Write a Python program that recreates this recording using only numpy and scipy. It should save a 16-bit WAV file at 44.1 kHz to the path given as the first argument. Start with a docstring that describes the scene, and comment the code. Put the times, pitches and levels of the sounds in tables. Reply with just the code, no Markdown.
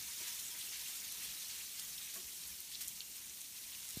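"""A hiss and patter of paper confetti showering down on a street, slowly thinning.
Countless distant flakes merge into the hiss; nearer ones click and larger scraps crackle as they land.
Single flakes tick and streamers crumple close by. Two dull knocks ring farther off, over a faint
outdoor rumble and a thin tone. At the end the one small microphone gets a soft bump."""
import sys
import numpy as np
from scipy import signal
from scipy.fft import rfft, irfft, next_fast_len
from scipy.io import wavfile
from scipy.ndimage import uniform_filter1d

SR = 44100
rng = np.random.default_rng(int(sys.argv[2]) if len(sys.argv) > 2 else 0)


def unload_audio(sound):
    """Save the sound as a 16-bit wav file, at the path given as the first command line argument."""
    columns = np.transpose(np.atleast_2d(sound))
    # keep every value between -1 and 1, then stretch to whole-number steps
    steps = np.round(np.clip(columns, -1, 1) * 32767)
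    wavfile.write(sys.argv[1], SR, steps.astype(np.int16))


N = 176400


def amp(db):
    """Decibels to gain."""
    return 10 ** (np.asarray(db) / 20)


def unit(x):
    """Scales to rms 1."""
    return x / np.sqrt(np.mean(x ** 2) + 1e-20)


def spectrum_db(points, hz):
    """Interpolates a spectrum on a log-frequency axis."""
    freq_hz, level_db = np.transpose(points)
    return np.interp(np.log(hz + 1), np.log(freq_hz), level_db)


def filtered(x, gain):
    """Filters x by gain(hz)."""
    size = next_fast_len(len(x) + 2048)
    return irfft(rfft(x, size) * gain(np.fft.rfftfreq(size, 1 / SR)), size)[:len(x)]


def bandpass(x, hz, width_oct):
    """Gaussian band around hz; width_oct is its sigma."""
    return filtered(x, lambda f: np.exp(-.5 * (np.log2((f + 1) / hz) / width_oct) ** 2))


def add(mix, start_s, sound):
    """Mixes a sound in at start_s."""
    part = mix[max(round(start_s * SR), 0):][:len(sound)]
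    part += sound[:len(part)]


def impacts(samples, per_s, spread_db):
    """Random impulses of either sign: many small, few large."""
    size = amp(spread_db * np.minimum(rng.exponential(1, samples), 5))
    return size * rng.choice([-1, 1], samples) * (rng.random(samples) < per_s / SR)


def wash(field_db, patchy_db, flicker_db, fft_size):
    """Noise shaped by field_db(t, hz), with random patches and flicker; rms 1."""
    hop = fft_size // 4
    t = np.arange(N // hop + 2)[:, None] * hop / SR
    hz = np.fft.rfftfreq(fft_size, 1 / SR)
    real, imag, patches = rng.standard_normal((3, len(t), len(hz)))
    patches = unit(uniform_filter1d(uniform_filter1d(patches, size=10, axis=0), size=18, axis=1))
    flicker = unit(uniform_filter1d(rng.standard_normal(len(t)), size=6))[:, None]
    frames = (real + 1j * imag) * amp(field_db(t, hz) + patchy_db * patches + flicker_db * flicker)
    return unit(signal.istft(frames.T, nperseg=fft_size, noverlap=fft_size - hop)[1][:N])


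# Shower strength: time_s, relative_db
SHOWER = [(0, 1.5), (.15, 1.5), (.3, 2.1), (.5, 2), (.9, 1.7), (1.3, 1.66), (1.62, 1.1), (1.69, -0.4),
          (1.8, 1.5), (2.12, 0.34), (2.3, -0.7), (2.5, 0), (2.65, -2), (2.92, -0.5), (3.08, -2),
          (3.2, -1.5), (3.37, -1.5), (3.44, -1.5), (3.51, -2.5), (3.64, -0.6), (4, 0.5)]
def shower_db(t):
    """Strength of the confetti fall at times t."""
    return np.interp(t, *np.transpose(SHOWER))


# Spectrum of landing paper: freq_hz, relative_db
PAPER_SPECTRUM = [(100, -31), (500, -16.5), (800, -15), (1400, -11.5), (2200, -5), (3600, -1.5), (6200, 1),
                  (7700, -1), (9300, 1.5), (12000, -1), (15300, -1)]
def far_confetti(level_db=-48, body_hz=4000, body_follow=.84):
    """Distant flakes merge into a hiss that loses body as the shower thins."""
    def field_db(t, hz):
        follow = 1 + body_follow / (1 + (hz / body_hz) ** 2)
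        return spectrum_db(PAPER_SPECTRUM, hz) + follow * shower_db(t)
    return amp(level_db) * wash(field_db, patchy_db=1.4, flicker_db=.5, fft_size=512)


def near_confetti(level_db=-52, flakes_per_s=5500, sizes=12, decay_cycles=.56):
    """Flakes of many sizes land, each a click of a cycle or two."""
    t, patter = np.arange(256) / SR, np.zeros(N)
    for hz in np.linspace(2490, 15100, sizes):
        flake = np.exp(-t * hz / decay_cycles) * np.cos(2 * np.pi * hz * t)
        landings = impacts(N, flakes_per_s / sizes, spread_db=3)
        patter += unit(signal.oaconvolve(landings, flake)[:N])
    patter = filtered(patter, lambda f: amp(spectrum_db(PAPER_SPECTRUM, f)))
    return amp(level_db) * unit(patter * amp(shower_db(np.arange(N) / SR)))


def scraps(level_db=-56.5, scraps_per_s=380, sizes=48, decay_s=.011):
    """Larger scraps flex and land one by one, each with its own papery pitch."""
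    t, crackle = np.arange(1024) / SR, np.zeros(N)
    for hz in np.geomspace(899, 8000, sizes):
        burst = rng.standard_normal(len(t)) * np.exp(-t / decay_s)
        scrap = unit(bandpass(np.pad(burst, len(t)), hz, width_oct=.055))
        landings = impacts(N, scraps_per_s / sizes, spread_db=1.5)
        gain = np.sqrt(hz) * amp(spectrum_db(PAPER_SPECTRUM, hz))
        crackle += gain * signal.oaconvolve(landings, scrap, "same")
    return amp(level_db) * unit(crackle * amp(2 * shower_db(np.arange(N) / SR)))


# Outdoor rumble: freq_hz, relative_db
RUMBLE_SPECTRUM = [(15, -54), (28, -27), (45, -6), (60, 5), (95, -6), (140, -4), (195, -1.5), (280, -7),
                   (400, -9.5), (520, -17.5), (1000, -14), (2500, -40)]
def street_rumble(level_db=-69.5):
    """Low, slightly uneven outdoor noise."""
    field_db = lambda t, hz: spectrum_db(RUMBLE_SPECTRUM, hz)
    return amp(level_db) * wash(field_db, patchy_db=1.56, flicker_db=.4, fft_size=2048)


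# Close flakes: strike_s, snap_peak_db, pitch_hz, width_oct
FLAKE_TICKS = [(.0255, -32, 8000, .5), (.282, -32, 6200, .25), (.2905, -34, 8600, .35),
               (0.3985, -32, 7200, 0.39), (.5892, -28, 10900, 0.45), (.653, -40, 7500, 0.59),
               (.8901, -38, 7300, .46), (1.1237, -25, 12000, 0.42), (1.796, -31, 7800, 0.9),
               (1.9808, -38.5, 3550, .22), (2.139, -31, 8100, 0.56), (2.4378, -35, 6000, 0.55),
               (2.6047, -25, 11700, 0.4), (2.749, -33, 4100, .25), (2.755, -29, 4200, 0.38),
               (2.877, -27, 8550, .46), (2.8816, -22, 8700, .42), (3.006, -29.3, 4000, .3),
               (3.0165, -46, 2790, 0.17), (3.1668, -32, 9700, .46), (3.409, -31, 8500, .55),
               (3.416, -28.5, 7700, .55), (3.749, -35, 3500, 0.64), (3.8456, -35, 7400, .35),
               (3.8896, -28, 7500, 0.59), (3.9068, -28, 7100, 0.55)]
def flake_tick(snap_peak_db, pitch_hz, width_oct, shiver_db=-1.5, delay_s=.0004, decay_cycles=6):
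    """A stiff flake snaps against something near, then shivers. Returns offset_s, sound."""
    t = np.arange(-128, 1024) / SR
    snap = bandpass(1. * (t == 0), pitch_hz, width_oct)
    envelope = (t > delay_s) * np.exp(-abs(t) * pitch_hz / decay_cycles)
    shiver = unit(bandpass(envelope * rng.standard_normal(len(t)), pitch_hz, width_oct))
    tick = snap + amp(shiver_db) * snap.std() * shiver
    return t[0], amp(snap_peak_db) / snap.max() * tick


# Swells of the tone: peak_s, level_db
TONE_SWELLS = [(.09, -72), (.235, -70), (.3, -72), (.55, -67), (.8, -80), (1.19, -84), (2.18, -76),
               (3.84, -76)]
def thin_tone(pitch_hz=959, half_width_hz=13, sigma_s=.028):
    """A faint tone of narrowband noise comes and goes."""
    t = np.arange(N) / SR
    swells = sum(amp(db) * np.exp(-.5 * ((t - peak_s) / sigma_s) ** 2) for peak_s, db in TONE_SWELLS)
    resonance = lambda f: 1 / (1 + ((f - pitch_hz) / half_width_hz) ** 2)
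    return swells * unit(filtered(rng.standard_normal(N), resonance))


# Crumpling streamers: peak_s, rise_s, decay_s, level_db, centre_hz, width_oct
STREAMER_RUSTLES = [(.2, 0.025, 0.06, -46, 9000, 2), (0.206, .018, .03, -56.5, 2290, .15),
                    (.248, 0.022, 0.1, -50, 3230, 0.76), (.284, 0.02, 0.024, -44.5, 6800, 1.7),
                    (0.396, 0.0045, 0.01, -42.5, 5470, 1), (.553, .012, 0.0099, -59, 2100, 0.26),
                    (.614, 0.008, 0.014, -48, 3650, .5), (.725, 0.0092, 0.11, -50.5, 3240, 0.75),
                    (.74, 0.0071, .02, -55, 3150, .1), (0.797, .008, 0.014, -45, 8000, 1.1),
                    (.864, 0.0066, 0.0068, -50.5, 2610, 0.35), (0.888, .01, 0.025, -46.5, 8000, 1.1),
                    (.965, 0.0087, 0.018, -45.5, 8000, 1), (1.029, 0.0073, 0.0098, -57.5, 1990, 0.32),
                    (1.231, 0.031, 0.03, -57, 2280, 0.34), (1.25, 0.05, 0.01, -46, 6000, 1.6),
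                    (1.424, .006, 0.02, -46.5, 4800, 0.69), (1.498, 0.0054, 0.079, -48.5, 4000, 1.14),
                    (1.61, 0.0088, 0.013, -55, 2400, 0.37), (1.797, .003, 0.0079, -41.5, 6300, 1.2),
                    (1.983, .003, .006, -50, 3650, 0.14), (2.016, 0.0034, 0.016, -52, 3700, 0.2),
                    (2.076, 0.007, 0.01, -53, 2600, 0.35), (2.142, 0.007, 0.048, -44.5, 7500, 1.5),
                    (2.437, 0.0046, .012, -50, 4300, 0.65), (2.478, 0.0091, 0.017, -49, 10000, 0.59),
                    (2.72, 0.007, 0.018, -46.5, 5300, 0.9), (2.746, 0.018, 0.0096, -50, 3920, 0.24),
                    (2.814, 0.0086, 0.032, -41, 6900, 1.45), (2.885, .003, .008, -44, 9500, 0.74),
                    (2.967, 0.0067, .012, -50, 7160, 0.61), (3.013, 0.0051, 0.012, -56.5, 3220, 0.41),
                    (3.17, 0.025, 0.033, -49, 10000, 1.8), (3.298, .008, 0.011, -52, 6500, 0.18),
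                    (3.414, .006, 0.018, -53, 7500, 0.81), (3.575, 0.016, .018, -54, 4000, 0.77),
                    (3.745, 0.042, 0.0077, -55, 3040, 0.56), (3.894, 0.0062, 0.036, -49, 7000, 1.8),
                    (3.973, 0.004, .015, -48, 8000, 0.68)]
def streamer_rustle(rise_s, decay_s, level_db, centre_hz, width_oct):
    """A streamer crumples in a quick swell of tiny creases. Returns offset_s, sound."""
    t = np.arange(SR // 2) / SR - .1
    creases = bandpass(impacts(len(t), per_s=12000, spread_db=2.5), centre_hz, width_oct)
    swell = np.where(t < 0, np.exp(-(t / rise_s) ** 2), np.exp(-abs(t) / decay_s))
    return t[0], amp(level_db) * swell * unit(creases)


# Dull knocks: start_s, gain_db, time_scale, tilt_db_per_oct, width_scale
KNOCKS = [(.204, -58, 0.42, -4.5, 4), (2.152, -60.5, 0.93, 1.5, .8)]
# Their resonances, before scaling: pitch_hz, width_hz, relative_db, rise_s, decay_s
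KNOCK_MODES = [(191, 30, -6, 0.0094, 0.024), (356.6, 16, -.5, .036, .026), (415, 40, -9, .008, .1),
               (660, 60, -3, 0.0092, .028), (1074, 76, -2, 0.012, 0.024), (1680, 100, -1, .006, .016)]
def knock(gain_db, time_scale, tilt_db_per_oct, width_scale, pivot_hz=356.6):
    """A distant hollow knock: the upper resonances speak first, a low one blooms after them."""
    t, ring = np.arange(SR // 2) / SR, 0
    for hz, width_hz, relative_db, rise_s, decay_s in KNOCK_MODES:
        attack = np.minimum(t / (rise_s * time_scale), 1) ** 2
        decay = np.exp(-np.maximum(t / time_scale - rise_s, 0) / decay_s)
        step_rad = np.sqrt(2 * np.pi * width_hz * width_scale / SR)
        wander_rad = step_rad * np.cumsum(rng.standard_normal(len(t)))  # widens the resonance
        gain = amp(relative_db + tilt_db_per_oct * np.log2(hz / pivot_hz))
        ring += gain * attack * decay * np.sin(2 * np.pi * hz * t + wander_rad)
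    return amp(gain_db) * np.sqrt(2) * ring


def microphone_bump(gain_db=-36.5, start_hz=440, end_hz=90, fall_s=.0021, decay_s=.0021):
    """A soft bump on the microphone: one push that slows as it dies."""
    t = np.arange(SR // 20) / SR
    hz = end_hz + (start_hz - end_hz) * np.exp(-t / fall_s)
    envelope = t / decay_s * np.exp(1 - t / decay_s)
    return -amp(gain_db) * envelope * np.sin(2 * np.pi * np.cumsum(hz) / SR)


def scene():
    """All sources at one microphone, the same in both channels."""
    mix = far_confetti() + near_confetti() + scraps() + street_rumble() + thin_tone()
    for source, events in (streamer_rustle, STREAMER_RUSTLES), (flake_tick, FLAKE_TICKS):
        for time_s, *settings in events:
            offset_s, sound = source(*settings)
            add(mix, time_s + offset_s, sound)
    for start_s, *settings in KNOCKS:
        add(mix, start_s, knock(*settings))
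    add(mix, start_s=3.9713, sound=microphone_bump())
    return np.array([mix, mix])


# Microphone port dips: centre_hz, width_hz, gain_db
PORT_DIPS = [(4890, 290, -2.5), (10400, 340, -5)]
def record(dry):
    """The microphone's bass roll-off and two narrow dips of its port, then the band limit."""
    low_cut_hz, high_cut_hz = 36, 15290
    port = lambda f: amp(sum(db * np.exp(-((f - hz) / width) ** 2) for hz, width, db in PORT_DIPS))
    low_pass = signal.firwin(1023, high_cut_hz, window=("kaiser", 8), fs=SR)
    bass_cut = signal.sosfilt(signal.butter(2, low_cut_hz, "high", fs=SR, output="sos"), dry)
    return np.array([signal.oaconvolve(filtered(x, port), low_pass, "same") for x in bass_cut])


dry = scene()
out = record(dry)
unload_audio(out)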